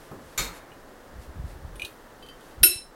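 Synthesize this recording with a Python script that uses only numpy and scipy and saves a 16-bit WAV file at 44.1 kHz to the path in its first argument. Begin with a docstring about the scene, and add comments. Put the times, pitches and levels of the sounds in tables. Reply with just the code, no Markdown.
"""Struck glass in a kitchen

An empty glass jar, carried in metal tongs, is set down with one bright clink: damped modes ring over noise.
Before it, metal clatters at the stove (chattering noise and modes) and the tongs tick against the glass
(noise clicks and short modes) as the jar is turned upright. A clip-on microphone picks up moving clothes,
low swells for bumps and hiss for swishes; a dull knock and steady room noise are shaped noise."""
import sys
import numpy as np
from scipy import signal
from scipy.fft import rfft, irfft
from scipy.io import wavfile
from scipy.ndimage import uniform_filter1d

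SR = 44100
rng = np.random.default_rng(int(sys.argv[2]) if len(sys.argv) > 2 else 0)


def put_to_file(sound):
    """Save the sound as 16-bit audio at rate SR, in the file named by the first command-line argument."""
    columns = np.atleast_2d(sound).T  # one column per channel
    safe = np.clip(columns, -1, 1)
    whole_steps = np.round(safe * 32767)
    wavfile.write(sys.argv[1], SR, whole_steps.astype(np.int16))


N = 130095
SOUND_S = 0.5  # longest duration of a single event
T = np.arange(int(SOUND_S * SR)) / SR
RING_RISE_S = 0.0015  # time constant of the soft start of every ring

# Noise spectra give relative density; noise() then sets their rms to 1.
# Kitchen background spectrum: [f/Hz, density/dB per Hz]
KITCHEN_SPECTRUM = [(12, -11.5), (20, 8), (38, -1), (70, -10.5), (134, -6), (198, -9), (228, -3.5),
                    (446, -5), (499, -3), (678, -7), (825, -8), (1810, -12.5), (2460, -24), (2670, -22),
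                    (4540, -25.5), (12400, -31.5), (16000, -31)]
KITCHEN_DB = -48.5
# Decay of the diffuse room tail: [f/Hz, t60/s]
ROOM_DECAY = [(200, 0.12), (2000, 0.14), (8000, 0.24), (15000, 0.6)]
ROOM_DELAY_S = 0.004

# Clothes bumping the microphone: [t/s at the peak, level/dB, f/Hz, half-width to exp(-2)/s]
BUMPS = [(.265, -49.5, 68.6, 0.046), (.41, -30.5, 33, 0.029), (0.424, -58, 87, 0.064),
         (0.465, -39, 43.6, 0.075), (.51, -46, 174, 0.028), (1.177, -36.5, 60, 0.053),
         (1.298, -38.5, 65.3, 0.032), (1.367, -29.5, 95, 0.016), (1.403, -31, 57.6, 0.026),
         (1.447, -31, 62, 0.017), (1.485, -39.5, 42.7, 0.12), (1.56, -43, 68.4, 0.065),
         (1.65, -33, 75.4, 0.026), (1.702, -40.5, 45, 0.11), (1.761, -40.5, 48, 0.031),
         (1.843, -38, 72, 0.01), (2.584, -40.5, 60, 0.02), (2.619, -26.5, 48, 0.015),
         (2.69, -40, 67.4, 0.022), (2.764, -32.5, 84, 0.0067)]
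# Rumble within a bump: [f/Hz, density/dB per Hz]
RUMBLE_SPECTRUM = [(20, 4.5), (110, 13.5), (220, -1), (500, -22.5), (2000, -86.5)]
RUMBLE_GAIN = 0.39
# Cloth swishing: [t/s at the peak, level/dB, half-width to exp(-1)/s]
SWISHES = [(.03, -59, 0.1), (0.325, -59, 0.15), (0.561, -51.5, 0.034), (1.233, -57.5, 0.042),
           (1.506, -58, 0.05), (2.48, -60, .07)]
# Hiss of the cloth: [f/Hz, density/dB per Hz]
SWISH_SPECTRUM = [(500, -14), (2000, 3.5), (4500, 0.5), (7000, -2.5), (12000, -1), (15500, -20.5)]

# Dull knock across the room: [t/s, level/dB]
KNOCKS = [(.114, -37.5)]
# Spectrum of the knock: [f/Hz, density/dB per Hz]
KNOCK_SPECTRUM = [(40, -11), (130, -1), (280, -1), (600, -9.5), (1200, -14), (3000, -40), (12000, -39)]
KNOCK_T60_S = 0.41

# Clatter at the stove: [t/s, level/dB, treble tilt of the noise/dB per octave]
CLACKS = [(0.3772, -2.5, 2), (.381, -8.5, -1), (0.389, -8.5, 0.5), (.397, -15, -0.5), (0.4374, -19, 7),
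          (0.56, -31.5, -2.5)]
# Modes of the stove metal: [f/Hz, level/dB, t60/s]
METAL_MODES = [(1250, -32.5, 0.19), (1490, -37, 0.17), (2183, -28, 0.17), (2297, -28, 0.2),
               (3720, -32, 0.34), (4250, -33.5, 0.31), (4460, -45, 0.18), (6100, -29, 0.12),
               (7100, -21, 0.075), (11700, -23, 0.065)]
METAL_FLUTTER, METAL_FLUTTER_HZ = 0.9, 50  # relative depth, bandwidth
# Dense clatter spectrum: [f/Hz, density/dB per Hz]
CLATTER_SPECTRUM = [(88, -45), (150, -5.5), (514, -6.5), (601, -12.5), (1240, -8), (1980, -7.5),
                    (2180, -4.5), (2920, -9.5), (4160, -6), (5150, -11.5), (6770, -7), (10200, -17),
                    (13400, -17.5), (16000, -23)]
# Decay of the dense clatter: [f/Hz, t60/s]
CLATTER_DECAY = [(200, 0.48), (1000, 0.81), (3000, .3), (7000, 0.3), (15000, 0.3)]
CLATTER_DB = -24.5
CHATTER_DB, CHATTER_HZ = 1, 292  # rms level flicker, rate above which it falls away

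# Tongs rattling on the jar: [t/s, ring level/dB, most excited f/Hz, click level/dB]
TICKS = [(0.717, -50, 2760, -70), (1.7558, -42, 9880, -50.5), (1.7961, -29.5, 2300, -44.5),
         (1.8187, -26.5, 2530, -39), (1.8484, -28, 3840, -33)]
# Modes of the tongs and the jar they touch: [f/Hz, level/dB, t60/s]
RATTLE_MODES = [(358, -1.5, .22), (2350, -27, 0.053), (2431, 5.5, 0.038), (2490, -5.5, 0.16),
                (2860, 1.5, 0.072), (2954, -3, 0.098), (3920, 7, 0.017), (4250, -17, 0.15), (6050, -7, .1),
                (7840, -8, .07), (9460, -5, 0.16), (9700, -15, .09), (11400, -5, 0.074)]
FOCUS_OCTAVES, OFF_FOCUS_DB = 0.29, -17.5  # half-width to exp(-1), level far from the focus
# Light touches as the hanging jar swings upright: [t/s, ring level/dB, click level/dB]
TOUCHES = [(2.191, -78, -62), (2.225, -45.5, -54), (2.262, -52, -51), (2.2862, -43.5, -49.5),
           (2.4083, -67, -53.5), (2.448, -71.5, -62), (2.511, -61.5, -61)]
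# Modes of the light touches: [f/Hz, level/dB, t60/s]
TOUCH_MODES = [(2600, -6, .07), (3095, 0, .24), (4710, -9, .18), (9950, -17, .14), (11600, -18, .12)]
TONG_FLUTTER, TONG_FLUTTER_HZ = 0.47, 60  # relative depth, bandwidth
# Spectrum of each click: [f/Hz, density/dB per Hz]
CLICK_SPECTRUM = [(300, -15), (1900, -29), (2450, -2.5), (3000, 5), (4200, 1), (5300, -12.5), (6100, -6.5),
                  (6900, -9), (10000, -8.5), (13000, -12.5), (15500, -17.5)]
CLICK_T60_S, CLICK_ROOM_DB = 0.057, -3.5

# Contacts of the jar's base: [t/s, level of crack and shimmer/dB]
LANDING = [(2.6313, -10), (2.6343, -2)]
# Frequencies of the clear glass modes: [f/Hz]
GLASS_HZ = [359, 675, 1448, 2653, 3060, 4006, 5327, 6712, 8205, 8936, 9179, 9282, 9454, 9926, 10146, 11310,
            11385]
# The same modes in order: [level/dB, t60/s before the faster late fall]
GLASS_MODES = [(-27.5, 0.28), (-43.5, 0.31), (-25.5, .21), (-17.5, 0.27), (-28, 0.23), (-24, 0.43),
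               (-22.5, 0.45), (-34, 0.34), (-34.5, .35), (-27.5, .27), (-16, .19), (-12.5, 0.17),
               (-30, 0.49), (-27, .29), (-27.5, .23), (-12, .14), (-5, 0.14)]
GLASS_DB, GLASS_FLUTTER, GLASS_FLUTTER_HZ = 4, 0.76, 30  # level, relative depth, bandwidth
# Crowd of weaker glass modes: [f/Hz, density/dB per Hz]
SHIMMER_SPECTRUM = [(300, -26.5), (450, -15.5), (680, -18.5), (1000, -26.5), (1550, -20), (1950, -17.5),
                    (2600, -12.5), (3100, -12), (3350, -18), (3900, -9.5), (4500, -10), (4800, -24),
                    (5350, -0.5), (5950, -18), (7700, -12.5), (8200, -3), (9200, -1), (10600, 1.5),
                    (11400, -1), (12900, 1), (13400, -10), (15000, -4.5), (15900, -25)]
# Decay of that crowd: [f/Hz, t60/s before the faster late fall]
SHIMMER_DECAY = [(400, .22), (2500, 0.41), (6000, 0.32), (9500, .35), (12000, 0.21), (15500, 0.19)]
SHIMMER_DB = -8.5
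# Crack of contact: [f/Hz, density/dB per Hz]
CRACK_SPECTRUM = [(200, -7), (900, -42.5), (1600, -14.5), (2700, -4), (4500, -9.5), (5500, 3),
                  (6800, -41.5), (9000, -0.5), (11500, -2.5), (15500, -9.5)]
CRACK_DB, CRACK_T60_S = -3, 0.047
TAIL_FALL_S = 0.25  # the ring's tail falls faster late on: extra factor exp(-1) at this delay

CEILING_DB, RECOVER_DB_PER_S = -8.5, 6.5  # limiter: short-term power, recovery
CLIP_PEAK, EDGE_HZ = 0.92, 16100  # clipping amplitude, band limit


def amp(db):
    """Logarithmic level: decibels become an amplitude gain."""
    return 10 ** (np.asarray(db) / 20)


def unit(x):
    """Normalization: mean power is set to one."""
    return x / np.sqrt(np.mean(x ** 2) + 1e-20)


def read(points, hz):
    """Interpolation: a table is read along a logarithmic frequency axis."""
    f, value = np.transpose(points)
    return np.interp(np.log(hz + 1), np.log(f + 1), value)


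def add(mix, s, sound):
    """Superposition: a sound starting at time s is summed into the mix, trimmed at its ends."""
    start = round(s * SR)
    sound = sound[max(-start, 0):]
    part = mix[max(start, 0):][:len(sound)]
    part += sound[:len(part)]


def fade(t60):
    """Exponential damping: amplitude falls by 60 dB in t60."""
    return np.exp(-np.log(1000) * T / max(t60, 1e-3))


def noise(spectrum, size, tilt_db=0):
    """Random-phase synthesis: a prescribed spectrum, tilted per octave, becomes noise of rms 1."""
    hz = np.fft.rfftfreq(size, 1 / SR)
    gain = amp(read(spectrum, hz) + tilt_db * np.log2(hz + 1))
    phase = 2 * np.pi * rng.random(len(hz))
    return unit(irfft(gain * np.exp(1j * phase), size))


def die_away(x, decay):
    """Frequency-dependent damping: overlapping bands each decay at their own rate."""
    hz, spectrum = np.fft.rfftfreq(len(x), 1 / SR), rfft(x)
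    centres = [f for f, _ in decay]
    out = np.zeros(len(x))
    for weights, (_, t60) in zip(np.eye(len(decay)), decay):
        band_gain = read(list(zip(centres, weights)), hz)
        out += irfft(spectrum * band_gain, len(x)) * fade(t60)
    return out


def ring(modes, flutter, flutter_hz):
    """Modal vibration: one blow starts damped modes; reflections make each flutter in level and phase."""
    out = np.zeros(len(T))
    smooth = 1 / (1 + (np.fft.fftfreq(len(T), 1 / SR) / flutter_hz) ** 2)
    for hz, db, t60 in modes:
        waver = np.fft.ifft(smooth * np.exp(2j * np.pi * rng.random(len(T))))
        envelope = fade(t60) * (1 + flutter * waver / np.std(waver))
        # The flutter leaves the energy of the envelope unchanged.
        envelope *= np.linalg.norm(fade(t60)) / np.linalg.norm(envelope)
        out += amp(db) * (envelope * np.exp(2j * np.pi * hz * T)).imag
    return out * (1 - np.exp(-T / RING_RISE_S))


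def in_room(x, room_db):
    """Reverberation: convolution with decaying noise adds the short diffuse tail of the kitchen."""
    tail = die_away(rng.standard_normal(len(T)), ROOM_DECAY) * (T > ROOM_DELAY_S)
    tail /= np.linalg.norm(tail)
    return x + amp(room_db) * signal.fftconvolve(x, tail)[:N]


def kitchen():
    """Stationary noise: the quiet room has a fixed spectrum and a steady level."""
    return amp(KITCHEN_DB) * noise(KITCHEN_SPECTRUM, N)


def clothes():
    """Friction and contact: a bump is a swell of low tone and rumble, a swish a swell of hiss."""
    out = np.zeros(N)
    t = T - SOUND_S / 2  # time from the peak of the swell
    for s, db, hz, half_width in BUMPS:
        tone = np.sin(2 * np.pi * (hz * t + rng.random()))
        push = tone + RUMBLE_GAIN * noise(RUMBLE_SPECTRUM, len(T))
        add(out, s - SOUND_S / 2, amp(db) * np.exp(-2 * (t / half_width) ** 2) * push)
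    for s, db, half_width in SWISHES:
        swell = np.exp(-(t / half_width) ** 2)
        add(out, s - SOUND_S / 2, amp(db) * swell * noise(SWISH_SPECTRUM, len(T)))
    return out


def knocks():
    """Heavily damped impact: a dull blow is decaying low noise with no ring."""
    out = np.zeros(N)
    for s, db in KNOCKS:
        add(out, s, amp(db) * noise(KNOCK_SPECTRUM, len(T)) * fade(KNOCK_T60_S))
    return out


def stove():
    """Repeated impact: each clack joins metal modes to dense noise that flickers as loose metal chatters."""
    out = np.zeros(N)
    flicker_spectrum = [(30, -30), (80, 0), (CHATTER_HZ, 0), (2 * CHATTER_HZ, -80)]
    for s, db, tilt_db in CLACKS:
        dense = amp(CLATTER_DB) * die_away(noise(CLATTER_SPECTRUM, len(T), tilt_db), CLATTER_DECAY)
        chatter = unit(amp(CHATTER_DB * noise(flicker_spectrum, len(T))))
        modes = ring(METAL_MODES, METAL_FLUTTER, METAL_FLUTTER_HZ)
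        add(out, s, amp(db) * (dense * chatter + modes))
    return out


def tongs():
    """Selective excitation: clicks start short rings; a rattle's contact point favours modes near one pitch."""
    clicks, rings = np.zeros((2, N))
    for s, db, focus_hz, _ in TICKS:
        modes = []
        for hz, mode_db, t60 in RATTLE_MODES:
            nearness = np.exp(-(np.log2(hz / focus_hz) / FOCUS_OCTAVES) ** 2)
            modes.append((hz, db + mode_db + OFF_FOCUS_DB * (1 - nearness), t60))
        add(rings, s, ring(modes, TONG_FLUTTER, TONG_FLUTTER_HZ))
    for s, db, _ in TOUCHES:
        add(rings, s, amp(db) * ring(TOUCH_MODES, TONG_FLUTTER, TONG_FLUTTER_HZ))
    for s, *_, click_db in TICKS + TOUCHES:
        add(clicks, s, amp(click_db) * noise(CLICK_SPECTRUM, len(T)) * fade(CLICK_T60_S))
    return rings + in_room(clicks, CLICK_ROOM_DB)


def jar():
    """Impact on a shell: two contacts crack and shimmer; the harder one rings the glass in clear modes."""
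    out = np.zeros(N)
    tail_fall = np.exp(-(T / TAIL_FALL_S) ** 4)
    for s, db in LANDING:
        crack = amp(CRACK_DB) * noise(CRACK_SPECTRUM, len(T)) * fade(CRACK_T60_S)
        shimmer = amp(SHIMMER_DB) * die_away(noise(SHIMMER_SPECTRUM, len(T)), SHIMMER_DECAY)
        add(out, s, amp(db) * (crack + shimmer) * tail_fall)
    modes = [(hz, db, t60) for hz, (db, t60) in zip(GLASS_HZ, GLASS_MODES)]
    clear_ring = amp(GLASS_DB) * ring(modes, GLASS_FLUTTER, GLASS_FLUTTER_HZ)
    add(out, LANDING[-1][0], clear_ring * tail_fall)
    return out


def scene():
    """Superposition: the pressures of all sources add at one microphone."""
    return (kitchen() + clothes() + knocks() + stove() + tongs() + jar())[None]


def record(dry):
    """Dynamic limiting: loud power is ducked with slow recovery; stray peaks clip; a low-pass follows."""
    recovery = RECOVER_DB_PER_S * np.arange(N) / SR
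    power = abs(uniform_filter1d(dry[0] ** 2, size=400))
    over_db = np.maximum(10 * np.log10(power + 1e-12) - CEILING_DB, 0)
    # The running maximum holds each reduction while it recovers at a constant rate.
    duck_db = np.maximum.accumulate(over_db + recovery) - recovery
    clipped = np.clip(dry / amp(duck_db), -CLIP_PEAK, CLIP_PEAK)
    low_pass = signal.firwin(511, EDGE_HZ, window=("kaiser", 9), fs=SR)
    return signal.oaconvolve(clipped, low_pass[None], "same")


dry = scene()
out = record(dry)
put_to_file(out)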